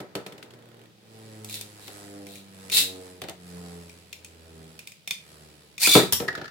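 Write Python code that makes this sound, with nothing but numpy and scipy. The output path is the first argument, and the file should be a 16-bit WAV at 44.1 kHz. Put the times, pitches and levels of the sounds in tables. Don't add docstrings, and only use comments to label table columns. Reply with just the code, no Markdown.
import sys
import numpy as np
from scipy import signal
from scipy.fft import rfft, irfft, next_fast_len
from scipy.io import wavfile

SR = 44100
rng = np.random.default_rng(int(sys.argv[2]) if len(sys.argv) > 2 else 0)


def unload_audio(sound):
    columns = np.transpose(np.atleast_2d(sound))
    steps = np.round(np.clip(columns, -1, 1) * 32767)
    wavfile.write(sys.argv[1], SR, steps.astype(np.int16))


N = 286650
TIME = np.arange(N) / SR
FFT_SIZE = next_fast_len(N + SR)
FREQS = np.maximum(np.fft.rfftfreq(FFT_SIZE, 1 / SR), 1)


def from_db(db):
    return 10 ** (np.asarray(db) / 20)


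def unit_rms(x):
    return x / np.sqrt(np.mean(x ** 2) + 1e-20)


def automation(rows):
    times, *columns = np.transpose(rows)
    return [np.interp(TIME, times, column) for column in columns]


def at_hz(points, hz):
    freqs, values = np.transpose(points)
    return np.interp(np.log(hz), np.log(freqs), values)


def drift(rate_hz):
    pole = np.exp(-2 * np.pi * rate_hz / SR)
    return unit_rms(signal.lfilter([1], [1, -2 * pole, pole * pole], rng.standard_normal(N + SR))[SR:])


# frequency in Hz, left-right correlation.
STEREO_LIKENESS = [(60, 0.17), (350, 0.99), (700, 0.55), (1500, 0.033), (3000, 0.058), (16000, 0.011)]
def noise():
    mid, side = rfft(rng.standard_normal((2, FFT_SIZE)))
    alike = np.clip(at_hz(STEREO_LIKENESS, FREQS), -1, 1)
    spectrum = np.sqrt((1 + alike) / 2) * mid + np.sqrt((1 - alike) / 2) * side * [[1], [-1]]
    return irfft(spectrum, FFT_SIZE)[:, :N]


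def body(x, eq, resonances=()):
    power = np.ones(len(FREQS))
    for hz, width, db in resonances:
        power = power + (from_db(db) ** 2 - 1) / (1 + (2 * (FREQS - hz) / width) ** 2)
    gain = unit_rms(np.sqrt(np.abs(power)) * from_db(at_hz(eq, FREQS)))
    cepstrum = irfft(np.log(gain + 1e-9), FFT_SIZE)
    cepstrum[1:FFT_SIZE // 2] *= 2
    cepstrum[FFT_SIZE // 2 + 1:] = 0
    return irfft(rfft(x, FFT_SIZE) * np.exp(rfft(cepstrum)), FFT_SIZE)[..., :N]


def clicks(times, db):
    out = np.zeros(N)
    np.add.at(out, np.clip(np.round(np.asarray(times) * SR).astype(int), 0, N - 1), from_db(db))
    return out


def bursts(times, db, fade_s, rise_s):
    fade, rise = np.exp(-1 / (SR * np.array([fade_s, rise_s])))
    envelope = signal.lfilter([1], [1, -fade], clicks(times, db) + 1e-18)
    return signal.lfilter([1 - rise], [1, -rise], envelope) * noise()


def ring(x, hz, t60):
    pole, angle = from_db(-60 / (t60 * SR)), 2 * np.pi * hz / SR
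    return signal.lfilter([0, np.sin(angle)], [1, -2 * pole * np.cos(angle), pole * pole], x + 1e-18)


# frequency in Hz, relative level in dB.
AIR_EQ = [(18, -67), (30, -24), (95, 7), (194, 12), (280, -15), (449, -4), (1070, -21), (3670, -8),
          (8300, -16), (16000, -22)]
def room_tone():
    return from_db(-60.5) * body(noise(), AIR_EQ)


# frequency in Hz, T60 in seconds.
ROOM_DECAY = [(100, 0.43), (400, 0.11), (1200, 0.31), (3500, 0.28), (8000, 0.28), (16000, 0.22)]
def room(x, wet_db, onset_s=0.0015):
    t = TIME[:SR // 2]
    tail, edges = 0, np.geomspace(70, 17920, 9)
    for low, high in zip(edges, edges[1:]):
        bandpass = signal.butter(2, [low, high], "band", fs=SR, output="sos")
        mid, side = signal.sosfilt(bandpass, rng.standard_normal((2, len(t))))
        hz = np.sqrt(low * high)
        alike = np.clip(at_hz(STEREO_LIKENESS, hz), -1, 1)
        band = np.sqrt(1 + alike) * mid + np.sqrt(1 - alike) * side * [[1], [-1]]
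        tail = tail + band * from_db(-60 * t / at_hz(ROOM_DECAY, hz))
    tail = unit_rms(tail * (1 - np.exp(-(t / onset_s) ** 2))) / np.sqrt(len(t))
    return x + from_db(wet_db) * signal.fftconvolve(x, tail, axes=-1)[:, :N]


# start in seconds, level in dB, brightness in dB.
LATCH_SNAPS = [(1.4453, -42.5, 12.5), (1.4965, -39, 5), (1.6108, -35, 9), (2.2669, -42, 3),
               (2.3552, -43.5, 4), (2.6984, -32, 1), (3.895, -46, 1), (4.1281, -34, 1.5),
               (4.246, -39.5, 3.5), (4.791, -38.5, 2.5), (4.8722, -36.5, 3.5), (4.9192, -45.5, 3.5),
               (5.075, -30, 3), (5.108, -23.5, 2.5), (5.7796, -31.5, -0.5)]
# frequency in Hz, relative level in dB.
CLACK_EQ = [(300, 15), (1400, -31.5), (2300, -2), (3600, -15), (5400, -10), (8000, -21.5), (16000, -39)]
TICK_EQ = [(2500, -5), (5000, 2), (8000, 4.5), (11500, 1.5), (16000, -3)]
# pitch in Hz, T60 in seconds.
SHELL_MODES = [(2430, 0.024), (3590, 0.032)]
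def latches(usual_db=-27.5, contact_s=0.000938):
    times, level, bright = np.transpose(LATCH_SNAPS)
    low_ring_db = level - bright + 4
    high_ring_db = level + bright / 2 + 0.75 * (level - usual_db) - 1
    clack = body(bursts(times, level + 14, fade_s=0.0045, rise_s=0.00011), CLACK_EQ)
    for (hz, t60), levels in zip(SHELL_MODES, [low_ring_db, high_ring_db]):
        for start, db in zip(times, levels):
            grip_detune = 1 + .008 * rng.standard_normal()
            clack = clack + ring(clicks([start + contact_s], [db]), hz * grip_detune, t60)
    low_cut = signal.butter(4, 1900, "high", fs=SR, output="sos")
    tick = body(bursts(times, level + bright + 3, fade_s=0.0019, rise_s=0.00093), TICK_EQ)
    return signal.sosfilt(low_cut, clack) + tick


# start, attack and hold in seconds, full speed in teeth per second, level in dB.
CORD_STROKES = [(1.46, 0.043, 0.049, 75, -38), (1.772, 0.055, 0.054, 110, -52),
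                (2.24, 0.036, 0.1, 110, -51.5), (2.702, 0.032, 0.053, 396, -19.5),
                (5.785, .036, 0.15, 1180, -20.5)]
# frequency in Hz, relative level in dB.
GEAR_EQ = [(300, -12.5), (1200, -13.5), (2200, -1.5), (3200, -4.5), (4500, -1), (6000, 0), (8500, 7),
           (11000, 4.5), (15500, 2.5)]
# centre in Hz, width in Hz, boost in dB.
FREE_GEAR_PEAKS = [(2670, 110, 14.5), (3980, 790, 12), (3790, 380, 20.5)]
TAUT_GEAR_PEAKS = [(2560, 140, 4), (4520, 1000, 12.5)]
def ripcord(tooth_s=0.00037, coast_s=0.05, fade_s=0.026, taut_s=(5.78, 5.872)):
    rattle, whine = np.zeros(N), np.zeros(N)
    waver, force = 1 + .02 * drift(60), from_db(2 * drift(85))
    for start, attack, hold, full_rate, db in CORD_STROKES:
        age = TIME - start
        on = (age > 0) & (age < attack + hold + 10 * fade_s)
        pull = np.minimum(age[on] / attack, 1)
        coasting = np.maximum(age[on] - attack - hold, 0)
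        speed = np.minimum(age[on] / (attack * 2.1), 1) * np.exp(-coasting / coast_s)
        rate = full_rate * (.35 + .65 * speed)
        teeth = np.cumsum(rate * waver[on]) / SR
        gain = from_db(db - 2.5) * pull ** 1.8 * np.exp(-coasting / fade_s)
        rubbing = 0.48 * np.minimum(rate / 340, 1)
        tooth_decay = np.exp(-(teeth % 1) / rate / tooth_s)
        rattle[on] += gain * unit_rms((rubbing + tooth_decay) * force[on])
        snaps = signal.lfilter([1], [1, -.7], np.diff(np.floor(teeth), prepend=0) * force[on])
        whine[on] += gain * unit_rms(snaps) * np.minimum(rate / 1400, .8)
    drive = rattle * noise() + whine
    taut = (TIME > taut_s[0]) & (TIME < taut_s[1])
    return body(drive * taut, GEAR_EQ, TAUT_GEAR_PEAKS) + body(drive * ~taut, GEAR_EQ, FREE_GEAR_PEAKS)


# centre in seconds, pitch in Hz, half-width in seconds, level in dB.
CHIRPS = [(5.845, 2360, 0.013, -28), (5.855, 2500, 0.0037, -19), (5.862, 2516, 0.0016, -13),
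          (6.288, 1850, 0.0045, -24)]
def squeaks():
    wavering_time = np.cumsum(1 + 0.036 * drift(179.4)) / SR
    out = 0
    for centre, hz, width, db in CHIRPS:
        envelope = from_db(db) * np.exp(-((TIME - centre) / width) ** 2 / 2)
        out = out + envelope * np.sin(2 * np.pi * hz * wavering_time)
    return np.sqrt(2) * out


# start in seconds, level in dB.
RIM_SCRAPES = [(6.2828, -18.5), (6.2844, -37), (6.351, -22), (6.3794, -30.5), (6.413, -27), (6.442, -30.5),
               (6.4538, -29), (6.478, -32)]
# frequency in Hz, relative level in dB.
SCRAPE_EQ = [(300, -19), (1000, -15), (1400, 2), (1900, -1), (2400, -13.5), (4700, -9.5), (8000, -26),
             (16000, -33)]
# centre in Hz, width in Hz, boost in dB.
SCRAPE_PEAKS = [(1265, 58, 8.5), (1720, 74, 8.5)]
def grazes():
    times, db = np.transpose(RIM_SCRAPES)
    return body(bursts(times, db + 1.5, fade_s=0.0034, rise_s=0.0021), SCRAPE_EQ, SCRAPE_PEAKS)


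# frequency in Hz, relative level in dB.
HOLLOW_EQ = [(100, -4), (200, 0.5), (450, 2), (680, 0), (880, -3), (1100, -16.5), (2000, -11), (4000, -25),
             (16000, -56)]
CRACK_EQ = [(300, -16), (1300, 1.5), (2300, 2.5), (3500, 3.5), (5000, -2), (8000, -25.5), (16000, -28)]
def impacts(times, hollow_db, crack_db, tick_db, tick_s):
    hollow = body(bursts(times, hollow_db, fade_s=0.026, rise_s=0.0011), HOLLOW_EQ)
    crack = body(bursts(times, crack_db, fade_s=0.004, rise_s=0.00083), CRACK_EQ)
    tick = body(bursts(times, tick_db, fade_s=tick_s, rise_s=.0005), TICK_EQ)
    return hollow + crack + tick


# pitch in Hz, relative level in dB, T60 in seconds.
BOWL_MODES = [(126.2, -4.5, 0.16), (188.5, 5, 0.22), (258, -1.5, 0.18), (311, 0.5, 0.15), (329, -11, 0.25),
              (406, 1, 0.12), (475.5, 2.5, 0.28), (511, 5, 0.047), (587.3, 2.5, 0.06), (720, -14, 0.065),
              (864, -11, 0.05), (981, -11, 0.24), (1303, 2, 0.055)]
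def boom(times, level_db):
    out = 0
    for k, (hz, db, t60) in enumerate(BOWL_MODES):
        blows = clicks(times, level_db + db + rng.standard_normal(len(times))) * (-1) ** k
        pan = 0.052 * hz / 400 * (-1) ** k
        out = out + ring(blows, hz, t60) * np.array([[1 + pan], [1 - pan]]) / np.hypot(1, pan)
    return out


# start in seconds, level in dB, brightness in dB.
SHARP_KNOCKS = [(1.8785, -40, 5), (3.2171, -33, 4), (3.2378, -36, 1), (3.285, -33, 2), (3.295, -47, 11),
                (5.8721, -22.5, 9.5), (6.2797, -29, 0), (6.328, -39, -0.5), (6.351, -43, 4),
                (6.376, -31, -4.5), (6.413, -33.5, -12)]
def sharp_knocks():
    times, db, bright = np.transpose(SHARP_KNOCKS)
    return boom(times, db - 32) + impacts(times, db - 5, db + bright, db + 2 * bright - 6.5, tick_s=0.003)


# start in seconds, level in dB, brightness in dB.
LANDINGS = [(0.0024, -35, -1), (0.152, -28.5, 2.5), (0.2628, -39, 7.5), (0.3223, -44.5, 4.5),
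            (0.379, -49, 6.5), (0.4264, -46.5, 9), (0.5058, -61, 15), (0.536, -54, 7), (5.952, -8.5, -3),
            (6.2005, -25.5, -2.5)]
# frequency in Hz, relative level in dB.
RUMBLE_EQ = [(50, -50.5), (85, -12), (125, -2.5), (250, -4), (400, 8.5), (600, -1.5), (1100, -7),
             (1900, -9), (3000, -26), (8000, -43)]
def landings(rock_s=0.024, rock_loss_db=6.5):
    times, db, bright = np.transpose(LANDINGS)
    thud_db = 1.056 * db - 7.5
    rocks = np.arange(3)[:, None]
    thumps = boom((times + rock_s * rocks).ravel(), (thud_db - rock_loss_db * rocks).ravel())
    shudder = body(bursts(times, thud_db + 2.5, fade_s=0.037, rise_s=.012), RUMBLE_EQ)
    return thumps + shudder + impacts(times, db - 4, db + bright, db + bright - 8.5, tick_s=0.0089)


def settling(start_s=0.552, gap_s=0.037, count=11):
    bounce = np.arange(count)
    times = start_s + np.cumsum(gap_s * .94 ** bounce)
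    taps = bursts(times, rng.standard_normal(count) + 0.05 * bounce, fade_s=0.0018, rise_s=0.00049)
    return from_db(-48.5) * body(taps, CRACK_EQ) + from_db(-51.5) * body(taps, TICK_EQ)


# start in seconds, level in dB.
RIM_HITS = [(6.1236, -9.5), (6.1312, -11)]
# frequency in Hz, relative level in dB.
METAL_EQ = [(400, -1), (2400, -8.5), (3300, -0.5), (6000, -3.5), (9000, -1), (14500, 0), (16000, -21)]
# centre in Hz, width in Hz, boost in dB.
METAL_PEAKS = [(3170, 120, 5), (5550, 216, 11.5), (10800, 300, 3.5), (14600, 530, 6.5)]
def clash():
    times, db = np.transpose(RIM_HITS)
    return body(bursts(times, db, fade_s=0.0029, rise_s=0.00067), METAL_EQ, METAL_PEAKS)


# time in seconds, level in dB.
PUSH_CURVE = [(0.55, -43.5), (0.83, -49.5), (0.95, -64), (1.17, -48.5), (1.45, -45), (1.8, -58.5),
              (2.22, -49), (2.45, -53), (2.82, -49), (3.05, -55.5), (3.36, -54.2), (3.57, -41.9),
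              (3.78, -44.5), (4.07, -62.5), (4.62, -48.5), (4.8, -59.5), (4.98, -79), (5.42, -54),
              (5.75, -67)]
SLIP_CURVE = [(0.3, -85), (0.93, -82), (1.17, -55.5), (1.68, -55.5), (1.96, -48), (2.45, -61.5),
              (2.62, -52), (3.08, -51.5), (3.31, -70), (3.48, -51.5), (3.72, -51.5), (4.17, -63.5),
              (4.7, -57), (5.1, -73), (5.29, -54), (5.75, -64.5), (6.2, -75)]
# frequency in Hz, relative level in dB.
RASP_EQ = [(1200, -31), (2300, 4), (3000, 3.5), (3900, 2), (5000, 1), (7000, -19), (16000, -9)]
SCRATCH_EQ = [(800, -3), (1800, -4.5), (3200, -12.5), (4900, -6.5), (6100, -11.5), (8100, -4.5), (9300, -9),
              (11000, -5.5), (12900, -16), (16000, -19.5)]
def tip(turns, usual_push_db=-52, usual_slip_db=-56):
    push_db, = automation(PUSH_CURVE)
    slip_db, = automation(SLIP_CURVE)
    turn_pulse = 0.23 + np.exp(2.1 * (np.cos(2 * np.pi * turns) - 1))
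    flutter = unit_rms(turn_pulse * from_db(drift(60)))
    grains = unit_rms(np.sqrt(turn_pulse) * from_db(0.5 * drift(160)))
    rumble = body(from_db(-59 + 0.43 * (push_db - usual_push_db)) * noise(), RUMBLE_EQ)
    rasp = body(from_db(-61 + 0.29 * (slip_db - usual_slip_db)) * grains * noise(), RASP_EQ)
    scratch = body(from_db(slip_db) * flutter * noise(), SCRATCH_EQ)
    return rumble + rasp + scratch


# time in seconds,
# second harmonic against the first in dB, buzz against the push in dB.
HUM_TONE = [(0.6, -4, -4), (1.2, -2.5, -2.5), (1.5, -3.5, -7.5), (1.8, -8, -1), (2.22, 5.5, 6.5),
            (2.5, 7, -9.5), (3.0, -3.5, 11), (3.4, 8.5, -8.5), (3.7, 8, -4.5), (4.3, -17.5, -5.5),
            (4.65, 5, -3), (5.4, 0, -3.5)]
# frequency in Hz, relative level in dB.
BUZZ_EQ = [(240, -7), (290, -6), (360, -9), (450, -2), (530, -13), (610, -13.5), (800, -16), (1100, -57),
           (1600, -67)]
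def hum(turns, spin_hz, odd_boost_db=3.5, wander_db=3.0):
    push_db, = automation(PUSH_CURVE)
    octave_db, buzz_db = automation(HUM_TONE)
    octave = from_db(octave_db)
    sway = (np.sin(2 * np.pi * turns) + octave * np.sin(4 * np.pi * turns)) / np.hypot(1, octave)
    buzz, power = 0, 0
    for k in range(3, 15):
        gain = from_db(at_hz(BUZZ_EQ, k * spin_hz) + odd_boost_db * (k % 2) + wander_db * drift(8.9))
        buzz = buzz + gain * np.sin(2 * np.pi * (k * turns + rng.random()))
        power = power + gain ** 2
    fade_in = np.clip((TIME - .3) / 1.17, 0, 1)
    return fade_in * np.sqrt(2) * from_db(push_db) * (sway + from_db(buzz_db) * buzz / np.sqrt(power))


def left_late(x, lag_s):
    return np.array([np.interp(TIME - lag_s, TIME, x[0]), x[1]])


def scene(start_hz=127, slow_hz=50, drag_s=5):
    spin_hz = slow_hz + (start_hz - slow_hz) * np.exp(-TIME / drag_s)
    turns = np.cumsum(spin_hz * (1 + 0.0036 * drift(32))) / SR
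    contact = room(tip(turns) + settling(), wet_db=-5.0)
    top = left_late(contact + hum(turns, spin_hz), lag_s=0.00031)
    blows = room(landings() + sharp_knocks() + squeaks() + grazes(), wet_db=-8.5)
    launcher = room(latches(), wet_db=-5.0) + room(ripcord(), wet_db=-0.5)
    rims = room(clash(), wet_db=-1.5)
    action = blows + rims + launcher
    return top * from_db([[-.4], [.4]]) + action * from_db([[.3], [-.3]]) + room_tone()


def record(dry):
    low_cut = signal.butter(4, 72, "high", fs=SR, output="sos")
    high_cut = signal.ellip(10, .1, 80, 16100, fs=SR, output="sos")
    return signal.sosfilt(high_cut, np.clip(signal.sosfilt(low_cut, dry), -1, 1))


dry = scene()
out = record(dry)
unload_audio(out)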